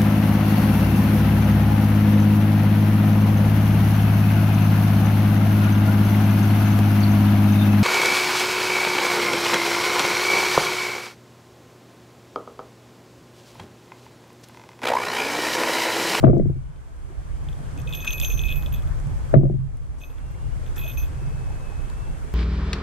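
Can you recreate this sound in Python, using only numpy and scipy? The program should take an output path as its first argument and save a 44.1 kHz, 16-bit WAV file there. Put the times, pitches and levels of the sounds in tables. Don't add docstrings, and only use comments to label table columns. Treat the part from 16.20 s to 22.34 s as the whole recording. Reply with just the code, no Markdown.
import sys
import numpy as np
from scipy import signal
from scipy.io import wavfile
from scipy.ndimage import uniform_filter1d, minimum_filter1d

SR = 44100
rng = np.random.default_rng(int(sys.argv[2]) if len(sys.argv) > 2 else 0)


def wrap_up_sound(samples):
    columns = np.atleast_2d(samples).T
    tamed = np.clip(columns, -1, 1)
    steps = np.round(tamed * 32767).astype(np.int16)
    wavfile.write(sys.argv[1], SR, steps)


N = 270774

# time_s, buffet_db, deck_hum_db
RUMBLE_LEVELS = [(0, -10, -26), (0.029, -33.5, -28), (.07, -9, -15.5), (.25, -12.5, -9),
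                 (.45, -21.5, -27.5), (.7, -29.5, -44.5), (.95, -26.5, -40), (1.15, -23.5, -34),
                 (1.4, -29, -37.5), (1.62, -29.5, -31.5), (1.82, -28.5, -39.5), (2.1, -24, -37.5),
                 (2.5, -23, -33.5), (2.85, -23, -32.5), (3.049, -26.5, -38.5), (3.13, -21.5, -32),
                 (3.17, -9, -19), (3.5, -18.5, -26), (3.85, -28.5, -41.5), (4.15, -23.5, -34.5),
                 (4.6, -29, -40.5), (4.85, -26.5, -38), (5.17, -27, -29.5), (5.5, -27.5, -42.5),
                 (6.14, -32, -40)]
BUFFET_PAN_DB, HUM_PAN_DB = -1.5, 2.5
BUFFET_LUMPS_DB, HUM_LUMPS_DB = 2, 2.5
BUFFET_LEAD_S, HUM_LEAD_S = 0.0025, 0.0014

# pitch_hz, relative density_db (per Hz)
WASH_COLOUR = [(150, -24.5), (200, -22.5), (500, -26.5), (1340, -32), (2400, -41.5), (3250, -45.5),
               (5000, -51.5), (7250, -40.5), (9830, -58.5), (13300, -57), (15000, -72)]
# pitch_hz, likeness (-1 opposed to 1 identical)
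WASH_LIKENESS = [(200, 0.47), (700, -0.077), (1400, -0.2), (3000, 0.48), (7000, -0.38), (14000, 1)]
WASH_DB = -43.5

# start_s, lower_boards_db, upper_boards_db, share of the free ring time,
# boom_left_db, boom_right_db
KNOCKS_ON_DECK = [(0.028, -27, -15, 0.69, -5.5, -13), (0.036, 2.5, 8, 0.62, 6.5, -16),
                  (0.046, -7, -3, 0.66, 10, -8), (0.051, -5.5, -11.5, 0.65, 4, 3),
                  (0.066, -19.5, -1.5, 0.66, 8.5, -6.5), (0.077, -7.5, -5.5, 0.91, 7, 8),
                  (0.085, -9, -5.5, 0.97, -6.5, 5), (0.096, -3.5, -8, 0.85, -27, -10.5),
                  (0.103, -15, -9, 0.72, -9, 1), (0.131, -5.5, -4.5, 0.55, -13.5, -7.5),
                  (0.149, -16.5, -13.5, 0.73, 0, -0.5), (0.165, -8, -12, 0.82, -16, -20),
                  (0.196, -3, -8, 0.35, -27, -19), (0.221, -20, -29, 0.96, -11, -25),
                  (0.253, -12, -18, 0.37, -16, -26), (0.296, -17.5, -23.5, 0.38, -3.5, -10),
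                  (0.356, -31, -47, 0.72, -23, -16), (0.378, -35.5, -48, 0.35, -22, -22),
                  (3.131, -26.5, -25, 0.69, -37, -27), (3.138, -1, 8.5, 0.43, 6, -21.5),
                  (3.146, -11, -3, .7, 7, -13.5), (3.152, -18, -8.5, 0.62, 3, -15),
                  (3.162, -9.5, -13, 1, 2.5, 11.5), (3.191, -15.5, -23, 0.86, 1.5, -6),
                  (3.21, -17.5, -20, 1, -9.5, -6), (3.231, -8, -11.5, 0.74, 1, -17),
                  (3.251, -25, -17, 0.93, -3, 0), (3.297, -8, -17.5, 0.47, -5.5, -9.5),
                  (3.338, -20.5, -29, 0.77, -2, -15), (3.39, -44, -46, .6, -17, -5)]
# pitch_hz, level_db, free t60_s, left_minus_right_db, left_lead_radians
BOARD_MODES = [(196.1, -4, 0.31, -0.5, 1.6), (243.2, 0, .09, 6.5, 0.26), (301.2, -6, 0.08, 9, 0.82),
               (343.6, 1, 0.098, 12.5, -0.25), (388.2, -10, 0.14, -2.5, 0.52),
               (552.2, -3.5, 0.051, 6.5, -1.01), (649.2, -1, 0.061, 8.5, -1.81), (1193, -1, 0.02, -2, 0.42)]
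UPPER_BOARDS_HZ = 450
BOOM_HZ, BOOM_T60_S = 136, 0.3
CRACK_DB, CRACK_SLOPE, CRACK_T60_S = -21, 0.88, 0.035

# start_s, level_db, length_s (to fall 20 dB), pitch_hz
SNAP_EVENTS = [(0.046, -27, 0.015, 2000), (0.049, -43, 0.012, 3200), (0.054, -34, 0.014, 2300),
               (3.143, -29, 0.0018, 3310), (3.156, -29.5, 0.0092, 1870), (5.064, -51, .004, 6500),
               (5.407, -49, .004, 5200), (1.617, -43, .004, 7300), (1.843, -33.5, 0.094, 1490),
               (2.122, -42, 0.0025, 8000), (2.43, -32, 0.012, 1430), (2.8, -45.5, 0.0024, 7660),
               (2.871, -47, .003, 8000), (3.571, -43, 0.0031, 9150), (3.784, -53, 0.069, 7760),
               (3.799, -49, .004, 8500), (4.558, -48.5, 0.059, 7600), (4.565, -37.5, 0.052, 1700),
               (5.7, -45, 0.004, 6900), (5.7003, -43, 0.005, 4200), (5.7006, -46, 0.005, 2400),
               (0.56, -48, .01, 3600), (0.181, -46, .004, 6550)]

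# time_s, pitch_hz, level_db (before flicker and waver)
LINE_PHRASES = [
    [(.1, 2260, -66), (.3, 2260, -63), (.5, 2260, -66)],
    [(.3, 1400, -62), (.55, 1500, -62), (.8, 1570, -62)],
    [(.37, 2800, -64), (.41, 2840, -62), (.46, 2985, -61), (.6, 3110, -65)],
    [(1.12, 2960, -66), (1.2, 3080, -68), (1.3, 3150, -70), (1.39, 3320, -66), (1.43, 3200, -65),
     (1.46, 2950, -62)],
    [(2.98, 1480, -62), (3.13, 1550, -60)],
    [(3.47, 1250, -60), (3.52, 1300, -56), (3.58, 1240, -60)],
    [(3.9, 2695, -64), (4.11, 2750, -62), (4.3, 2815, -61), (4.35, 2950, -63)],
    [(4.9, 2550, -66), (4.99, 2585, -63), (5.03, 2635, -58), (5.11, 2562, -57), (5.16, 2600, -58),
     (5.2, 2580, -58), (5.24, 2615, -58), (5.26, 2575, -58), (5.31, 2595, -58), (5.34, 2555, -56),
     (5.42, 2565, -59), (5.45, 2590, -57), (5.51, 2550, -55), (5.64, 2572, -57), (5.7, 2605, -58),
     (5.74, 2610, -60), (5.76, 2660, -60), (5.87, 2678, -58), (5.98, 2680, -64)],
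]
LINE_WAVER_HZ, LINE_FLICKER_DB = 9, 1.6

# start_s, level_db (before the swell shape), starting pitch_hz
LAPS = [(0.899, -29, 336), (1.568, -26.5, 257), (1.66, -31.5, 460), (2.03, -31, 530), (2.089, -35, 406),
        (2.46, -32.5, 535), (2.628, -37, 1130), (4.139, -42, 2000), (4.65, -32, 596), (5.111, -37, 418),
        (5.289, -47, 390), (5.299, -34, 754), (5.52, -35, 740), (5.7, -38.5, 890)]

# low_modes_db, first_middle_db, second_middle_db, top_cluster_db
BALL_CONTACTS = [(1.287, -36.5, -43, -58, -73, -73, -61), (1.329, -41.5, -48, -83.5, -77, -76.5, -62),
                 (1.576, -44, -38, -52, -57, -77, -65), (1.5862, -39, -49, -53.5, -62, -62, -53),
                 (1.6007, -40, -44, -59, -61, -58, -61), (1.6731, -31.5, -40, -41.5, -67, -56, -60),
                 (1.691, -42, -42, -50, -57, -61, -52), (1.7082, -41, -49, -49, -57, -65, -55),
                 (1.726, -25, -35, -44, -60, -65, -51), (1.7314, -34, -42, -47, -64, -66, -52),
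                 (1.7355, -25, -30, -35, -54, -57, -40.5), (1.7488, -24.5, -32, -56, -48, -43, -35),
                 (1.752, -30, -28, -44.5, -48, -54, -40), (1.7724, -34, -36, -44, -59, -54, -38.5),
                 (1.8038, -37, -41, -45, -56, -43.5, -46), (1.822, -38, -29, -40.5, -54, -46, -46),
                 (1.847, -28, -29, -41.5, -50, -53, -44), (1.854, -36, -37, -42, -52, -49, -46),
                 (1.869, -29, -37, -35, -39, -51, -46), (1.8745, -29, -22, -29, -39, -43, -46),
                 (1.8785, -21, -27, -29.5, -36.5, -52, -44), (1.9063, -23, -26, -36, -64, -42, -40),
                 (1.9184, -38, -46, -41, -41, -39, -45), (1.9285, -21.5, -26, -43, -53, -31.5, -42),
                 (1.933, -30, -28, -37.5, -60, -43.5, -35.5), (1.975, -35, -43, -42, -52, -54, -38),
                 (1.981, -32, -38, -40.5, -52, -55, -39), (1.9999, -27, -19, -38, -51, -55, -34.5),
                 (2.0138, -25, -31, -41, -54, -55, -34), (2.024, -30, -29, -44, -57, -41, -33),
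                 (2.0304, -36, -37, -30.5, -58, -42, -38), (2.034, -35, -36, -36, -48, -39, -33.5),
                 (2.0474, -16, -26, -39, -38, -32, -37), (2.0595, -42, -35, -40, -54, -34.5, -37),
                 (2.076, -32, -32, -44.5, -38, -44, -34.5), (2.1007, -28, -31, -36.5, -46, -44, -37),
                 (2.114, -39, -31, -39, -44, -44, -41), (2.1214, -34, -32, -47, -41, -39, -42),
                 (2.137, -41, -49, -47.5, -37.5, -44, -42), (2.175, -31, -36, -40, -42, -44, -43),
                 (2.1924, -25, -35, -41, -44, -45, -49), (2.2157, -35, -35, -42.5, -53, -55, -43.5),
                 (2.2363, -28.5, -48, -37.5, -51, -53, -44), (2.2534, -40, -40, -38, -55, -47.5, -43),
                 (2.2756, -35, -45, -61, -58, -51, -47), (2.2844, -30, -37, -39, -68, -58, -48),
                 (2.2908, -31, -35, -34, -58, -60, -48), (2.3026, -28, -43, -33.5, -61, -52, -44),
                 (2.315, -30, -39, -37, -65, -64, -43), (2.3242, -23.5, -37, -42.5, -55, -69, -40.5),
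                 (2.357, -35, -36, -41, -56, -62, -41.5), (2.4244, -37, -39, -54, -61, -61, -48),
                 (2.461, -32, -42, -49, -69, -69, -51.5), (2.4706, -38, -50, -54.5, -69, -68, -56),
                 (2.5235, -34, -38, -52.5, -59, -55, -40.5), (2.5387, -34.5, -41, -45, -58, -49, -38),
                 (2.546, -40, -45, -55, -63, -59, -45), (2.5606, -39, -46, -55, -71, -69, -52),
                 (2.5829, -42, -49, -56, -71, -69, -58), (2.6224, -45, -44, -64, -67, -66, -56),
                 (2.6742, -40.5, -47, -58.5, -68, -65, -60), (3.806, -41, -60, -55, -81, -53, -51),
                 (3.815, -37, -53, -46, -52, -56, -49), (3.836, -36, -51, -42.5, -56, -66, -47),
                 (3.845, -34, -51, -50.5, -58, -54, -50), (3.9012, -42, -51, -55, -81, -77, -55),
                 (3.9828, -44, -56, -62, -72, -77, -60), (4.1051, -45, -50, -62, -73, -66, -58),
                 (4.4632, -41, -47, -59, -68, -68, -61), (4.4762, -40, -51, -59, -67, -67, -66),
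                 (4.5634, -42, -44, -50, -61, -65, -49), (4.5804, -33, -34, -43.5, -61, -57, -35.5),
                 (4.594, -33, -46, -50, -71, -65, -40.5), (4.612, -39, -47, -51, -75, -69, -45),
                 (4.615, -41, -44, -40.5, -62, -59, -46), (4.6364, -45, -51, -43.5, -55, -58, -44),
                 (4.644, -36, -43, -46, -57, -52, -47), (4.664, -37, -42, -44, -56, -55, -50),
                 (4.677, -34, -45, -40.5, -54, -58, -39.5), (4.6977, -34, -51, -42.5, -62, -56, -43),
                 (4.7054, -43, -51, -48, -63, -63, -47), (4.7127, -36, -47, -51, -63, -63, -41),
                 (4.719, -42, -44, -58, -65, -65, -49), (4.7244, -52, -46, -60, -58, -62, -45),
                 (4.734, -50, -46, -55, -51, -64, -45), (4.7726, -35, -37, -41.5, -46, -48, -41),
                 (4.783, -44, -44, -44.5, -43, -48.5, -40), (4.799, -36, -38, -45, -45, -57, -42.5),
                 (4.827, -45, -45, -47, -62, -53, -47), (4.837, -42, -44, -50, -61, -61, -52),
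                 (4.859, -51, -49, -61, -65, -65, -53)]
SHELL_PITCHES = [2541, 2679, 6110, 6344, 11802, 11886, 12114, 12199]
SHELL_DRIVE = [0, 0, 1, 2, 3, 3, 3, 3]
# level_db, free t60_s, left_minus_right_db, left_lead_radians
SHELL_MODES = [(5.5, 0.32, 1, -0.69), (-7, .1, -2, 0), (1.5, 0.29, 3, 0.89), (3, 0.21, 6.5, -1),
               (-4, 0.25, -11, 0.45), (-3, 0.22, -4, 0.9), (-7, 0.3, -6, -0.53), (-7.5, 0.3, -4, -0.81)]
# pitch_hz, level_db, t60_s, left_minus_right_db
HOLLOW_TICKS = [(2920, -14, 0.015, 5), (3210, -15, 0.011, -3), (3290, -12, 0.015, 6),
                (3405, -9.5, 0.025, 0), (3496, -9, 0.018, -1), (3570, -12, 0.014, 0), (3900, -23, 0.036, 2),
                (3550, -27, 0.00043, -10), (7400, 4.5, 0.0012, -2), (9700, -9, 0.0025, -12),
                (12700, -8, 0.002, -5)]
# start_s, end_s, level_db (of the strongest touches)
BALL_ROLLS = [(1.786, 1.842, -34.5), (2.118, 2.146, -36), (2.25, 2.303, -37), (2.327, 2.382, -41),
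              (2.474, 2.495, -41), (2.55, 2.6, -42), (4.602, 4.73, -39), (4.78, 4.854, -44)]
ROLL_PER_S = 220
UNEVEN_DB = 2
SETTLE_DB, SETTLE_SLOPE, SETTLE_MOST = -49.5, 0.85, 0.23
PATTER_PER_S, PATTER_T60_S = 600, 0.085
PATTER_DB, PATTER_EDGE_DB = -16, -34
EDGE_T60_S = 0.004
CHATTER_S, CHATTER_DB = 0.005, -15
EDGE_TAP_DB, EDGE_CHATTER_S = -9, 0.008

LIMIT_DB, MOST_CUT_DB = -7, 10.5
CUTOFF_HZ = 15600


def amp(db):
    return 10 ** (np.asarray(db, float) / 20)


def rms_one(x):
    return x / np.sqrt(np.mean(x ** 2, axis=-1, keepdims=True) + 1e-20)


def pan(x, db):
    return x * amp([[db / 2], [-db / 2]])


def at_hz(points, hz):
    table_hz, value = np.transpose(points)
    return np.interp(np.log(hz), np.log(table_hz), value)


def band(x, low_hz, high_hz, order=2):
    return signal.sosfilt(signal.butter(order, [low_hz, high_hz], "band", fs=SR, output="sos"), x)


def drift(rate_hz):
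    r = np.exp(-80 * np.pi * rate_hz / SR)
    noise = rng.standard_normal(N // 40 + 2002)
    slow = signal.lfilter([1], [1, -2 * r, r * r], noise)[2000:]
    return np.interp(np.arange(N) / 40, np.arange(len(slow)), rms_one(slow))


def clicks(start_s, db):
    out = np.full(N, 1e-18)
    out[(np.asarray(start_s) * SR).astype(int)] = amp(db)
    return out


def dying(x, t60):
    return signal.lfilter([1], [1, -amp(-60 / (t60 * SR))], x)


def ring(x, hz, t60):
    r, w = amp(-60 / (t60 * SR)), 2 * np.pi * hz / SR
    return signal.lfilter([0, np.sin(w)], [1, -2 * r * np.cos(w), r * r], x)


def restruck(start_s, db, hz, t60, rise_s, slips):
    t = np.arange(N) / SR
    last = np.maximum(np.searchsorted(start_s, t, "right") - 1, 0)
    since_s = np.maximum(t - start_s[last], 0)
    t60_now = np.broadcast_to(t60, start_s.shape)[last]
    height = amp(db[last] - 60 * since_s / t60_now) * (t >= start_s[0])
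    arrow = height * np.exp(1j * np.cumsum(slips)[last])
    r = np.exp(-1 / (rise_s * SR))
    eased = signal.lfilter([(1 - r) ** 2], [1, -2 * r, r * r], arrow)
    return eased * np.exp(2j * np.pi * hz * t)


def rumble():
    time_s, *levels = np.transpose(RUMBLE_LEVELS)
    buffet_db, hum_db = (np.interp(np.arange(N) / SR, time_s, level) for level in levels)
    left, own = rng.standard_normal((2, N))
    right = own - 0.68 * np.roll(left, -int(BUFFET_LEAD_S * SR))
    buffet = rms_one(band(np.array([left, right]), 20.7, 70.5, order=3))
    left, own = rng.standard_normal((2, N))
    right = own + 0.35 * np.roll(left, -int(HUM_LEAD_S * SR))
    raw_hum = np.array([left, right])
    hum_peak = band(band(raw_hum, 86, 138.1, order=3), 137.7, 162.0, order=1)
    hum = rms_one(hum_peak + 0.48 * band(raw_hum, 83.4, 153.4, order=4))
    buffet_db = buffet_db + BUFFET_LUMPS_DB * np.array([drift(8.5), drift(2.2)])
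    hum_db = hum_db + HUM_LUMPS_DB * np.array([drift(8.4), drift(5.7)])
    return pan(buffet * amp(buffet_db), BUFFET_PAN_DB) + pan(hum * amp(hum_db), HUM_PAN_DB)


def water(patchy_db):
    out, together = 0, drift(1.5)
    edges_hz = 150 * 2 ** np.arange(0, 6.8, 0.5)
    white = rng.standard_normal((2, 2, N))
    for k, (low_hz, high_hz) in enumerate(zip(edges_hz, edges_hz[1:])):
        mid, side = band(white[k % 2], low_hz, high_hz)
        hz = np.sqrt(low_hz * high_hz)
        alike = np.clip(at_hz(WASH_LIKENESS, hz), -1, 1)
        smooth = min(1, 1500 / hz)
        flicker_db = patchy_db * (0.077 * together + drift(16.0)) * smooth
        stereo = np.sqrt(1 + alike) * mid + np.sqrt(1 - alike) * side * [[1], [-1]]
        out = out + amp(at_hz(WASH_COLOUR, hz) + flicker_db) * stereo
    return amp(WASH_DB) * rms_one(out)


def bumps():
    start_s, lower_db, upper_db, free, left_db, right_db = np.transpose(KNOCKS_ON_DECK)
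    free = np.clip(free, 0.1, 2)
    boards = np.zeros((2, N))
    for hz, db, t60, pan_db, lead in BOARD_MODES:
        uneven, slip = rng.standard_normal((len(start_s), 2)).T
        knock_db = (upper_db if hz > UPPER_BOARDS_HZ else lower_db) + db + 2.0 * uneven
        mode = restruck(start_s, knock_db, hz, t60 * free, 0.00038, 1.74 * slip)
        tone = np.imag(mode * np.exp([[1j * lead], [0]]))
        shake_level = np.abs(restruck(start_s, knock_db - 39.5, 0, 0.1 * free, 0.0027, 0 * start_s))
        shake = shake_level * rng.standard_normal((2, N))
        rattle = ring(shake[0] + 1.5 * shake, hz, t60)
        boards += pan(tone + rattle, pan_db)
    top = amp(-11.5) * band(boards, 830, 1780, order=2) * [[1], [-1]]
    out = band(boards, 150, 658, order=4) + top
    crack = dying(clicks(start_s, CRACK_SLOPE * upper_db + CRACK_DB), CRACK_T60_S)
    out += band(crack * rng.standard_normal((2, N)), 1900, 2300, order=3)
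    slips = rng.standard_normal(len(start_s))
    for side, db in enumerate((left_db, right_db)):
        boom = restruck(start_s, db, BOOM_HZ, BOOM_T60_S, 0.002, slips)
        out[side] += np.imag(boom * np.exp(0.6j * side))
    return out


def snaps():
    noise, out = rng.standard_normal((2, N)), 0
    for start_s, db, length_s, hz in SNAP_EVENTS:
        burst = dying(clicks([start_s], db), 3 * length_s)
        out = out + band(burst * (noise[0] + 1.65 * noise), hz / 1.54, hz * 1.2)
    return out


def line():
    out, t = np.zeros(N), np.arange(N) / SR
    for time_s, hz, db in map(np.transpose, LINE_PHRASES):
        level = amp(np.interp(t, time_s, db, -120, -120) + LINE_FLICKER_DB * drift(10.4))
        pitch_hz = np.interp(t, time_s, hz) + LINE_WAVER_HZ * drift(25)
        out += level * np.sin(2 * np.pi * np.cumsum(pitch_hz) / SR)
    return pan(uniform_filter1d(out, size=3), 0.78)


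def plops():
    out, t = np.zeros(N), np.arange(SR // 10) / SR
    swell = t / 0.016 * np.exp(1 - t / 0.006)
    for start_s, db, hz in LAPS:
        bubble = np.sin(2 * np.pi * hz * (t + 5.26 * t ** 2)) * swell
        out[int(start_s * SR):][:len(t)] += amp(db) * bubble
    return pan(out, 1.4)


def shell_ring(start_s, rings):
    free = np.clip(amp(SETTLE_SLOPE * (rings[0] - SETTLE_DB)), SETTLE_MOST, 1)
    out = np.zeros((2, N))
    for hz, column, (db, t60, pan_db, lead) in zip(SHELL_PITCHES, SHELL_DRIVE, SHELL_MODES):
        uneven, slip = rng.standard_normal((len(start_s), 2)).T
        mode_db = rings[column] + db + UNEVEN_DB * uneven
        mode = restruck(start_s, mode_db, hz, t60 * free, 0.00076, 0.838 * slip)
        out += pan(np.imag(mode * np.exp([[1j * lead], [0]])), pan_db)
    return out


def ball_ticks(start_s, tick_db, edge_db):
    t = np.arange(N) / SR
    taps = (rng.random(N) < PATTER_PER_S / SR) * rng.standard_normal(N) * amp(PATTER_DB)
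    scrape = rng.standard_normal(N) * amp(PATTER_EDGE_DB)
    roll_level = sum(amp(db) * (t > begin) * (t < end) for begin, end, db in BALL_ROLLS)
    rolling = roll_level * (rng.random(N) < ROLL_PER_S / SR) * rng.uniform(0.28, 1, N)
    out = np.zeros((2, N))
    for hz, db, t60, pan_db in HOLLOW_TICKS:
        if t60 < EDGE_T60_S:
            hit_db, tap_db, chatter_s = edge_db, EDGE_TAP_DB, EDGE_CHATTER_S
            patter = dying(clicks(start_s, hit_db), PATTER_T60_S) * scrape
            low_hz, high_hz = 2570, 13000
        else:
            hit_db, tap_db, chatter_s = tick_db, 0, CHATTER_S
            patter = dying(clicks(start_s, hit_db), PATTER_T60_S) * taps + rolling
            low_hz, high_hz = hz / 1.29, hz * 1.11
        hits = clicks(start_s, hit_db + 3.1 * rng.standard_normal(len(start_s)))
        noise = rng.standard_normal((2, N))
        chatter = dying(hits, chatter_s) * amp(CHATTER_DB) * (noise[0] + 0.7 * noise) / 1.37
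        contact = uniform_filter1d(hits * amp(tap_db) + patter + chatter, size=3)
        out += pan(band(ring(contact, hz, t60), low_hz, high_hz) * amp(db), pan_db)
    return out


def bell():
    start_s, tick_db, edge_db, *rings = np.transpose(BALL_CONTACTS)
    return shell_ring(start_s, rings) + ball_ticks(start_s, tick_db, edge_db)


def scene():
    return rumble() + water(patchy_db=1.5) + bumps() + snaps() + line() + plops() + bell()


def record(dry, hold_s=0.25, release_db_per_s=10):
    t, hold, ahead = np.arange(N) / SR, int(hold_s * SR), SR // 500
    level_db = 20 * np.log10(np.abs(dry).max(axis=0) + 1e-9)
    over_db = np.clip(level_db - LIMIT_DB, 0, MOST_CUT_DB)
    held_db = -minimum_filter1d(-over_db, hold, mode="constant", origin=(hold - 1) // 2 - ahead)
    climb_db = release_db_per_s * t
    cut_db = np.maximum.accumulate(held_db + climb_db) - climb_db
    even = dry * amp(-uniform_filter1d(cut_db, ahead))
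    clipped = even / (1 + (even / 0.95) ** 8) ** (1 / 8)
    return signal.sosfilt(signal.cheby2(12, 70, CUTOFF_HZ, fs=SR, output="sos"), clipped)


dry = scene()
out = record(dry)
wrap_up_sound(out)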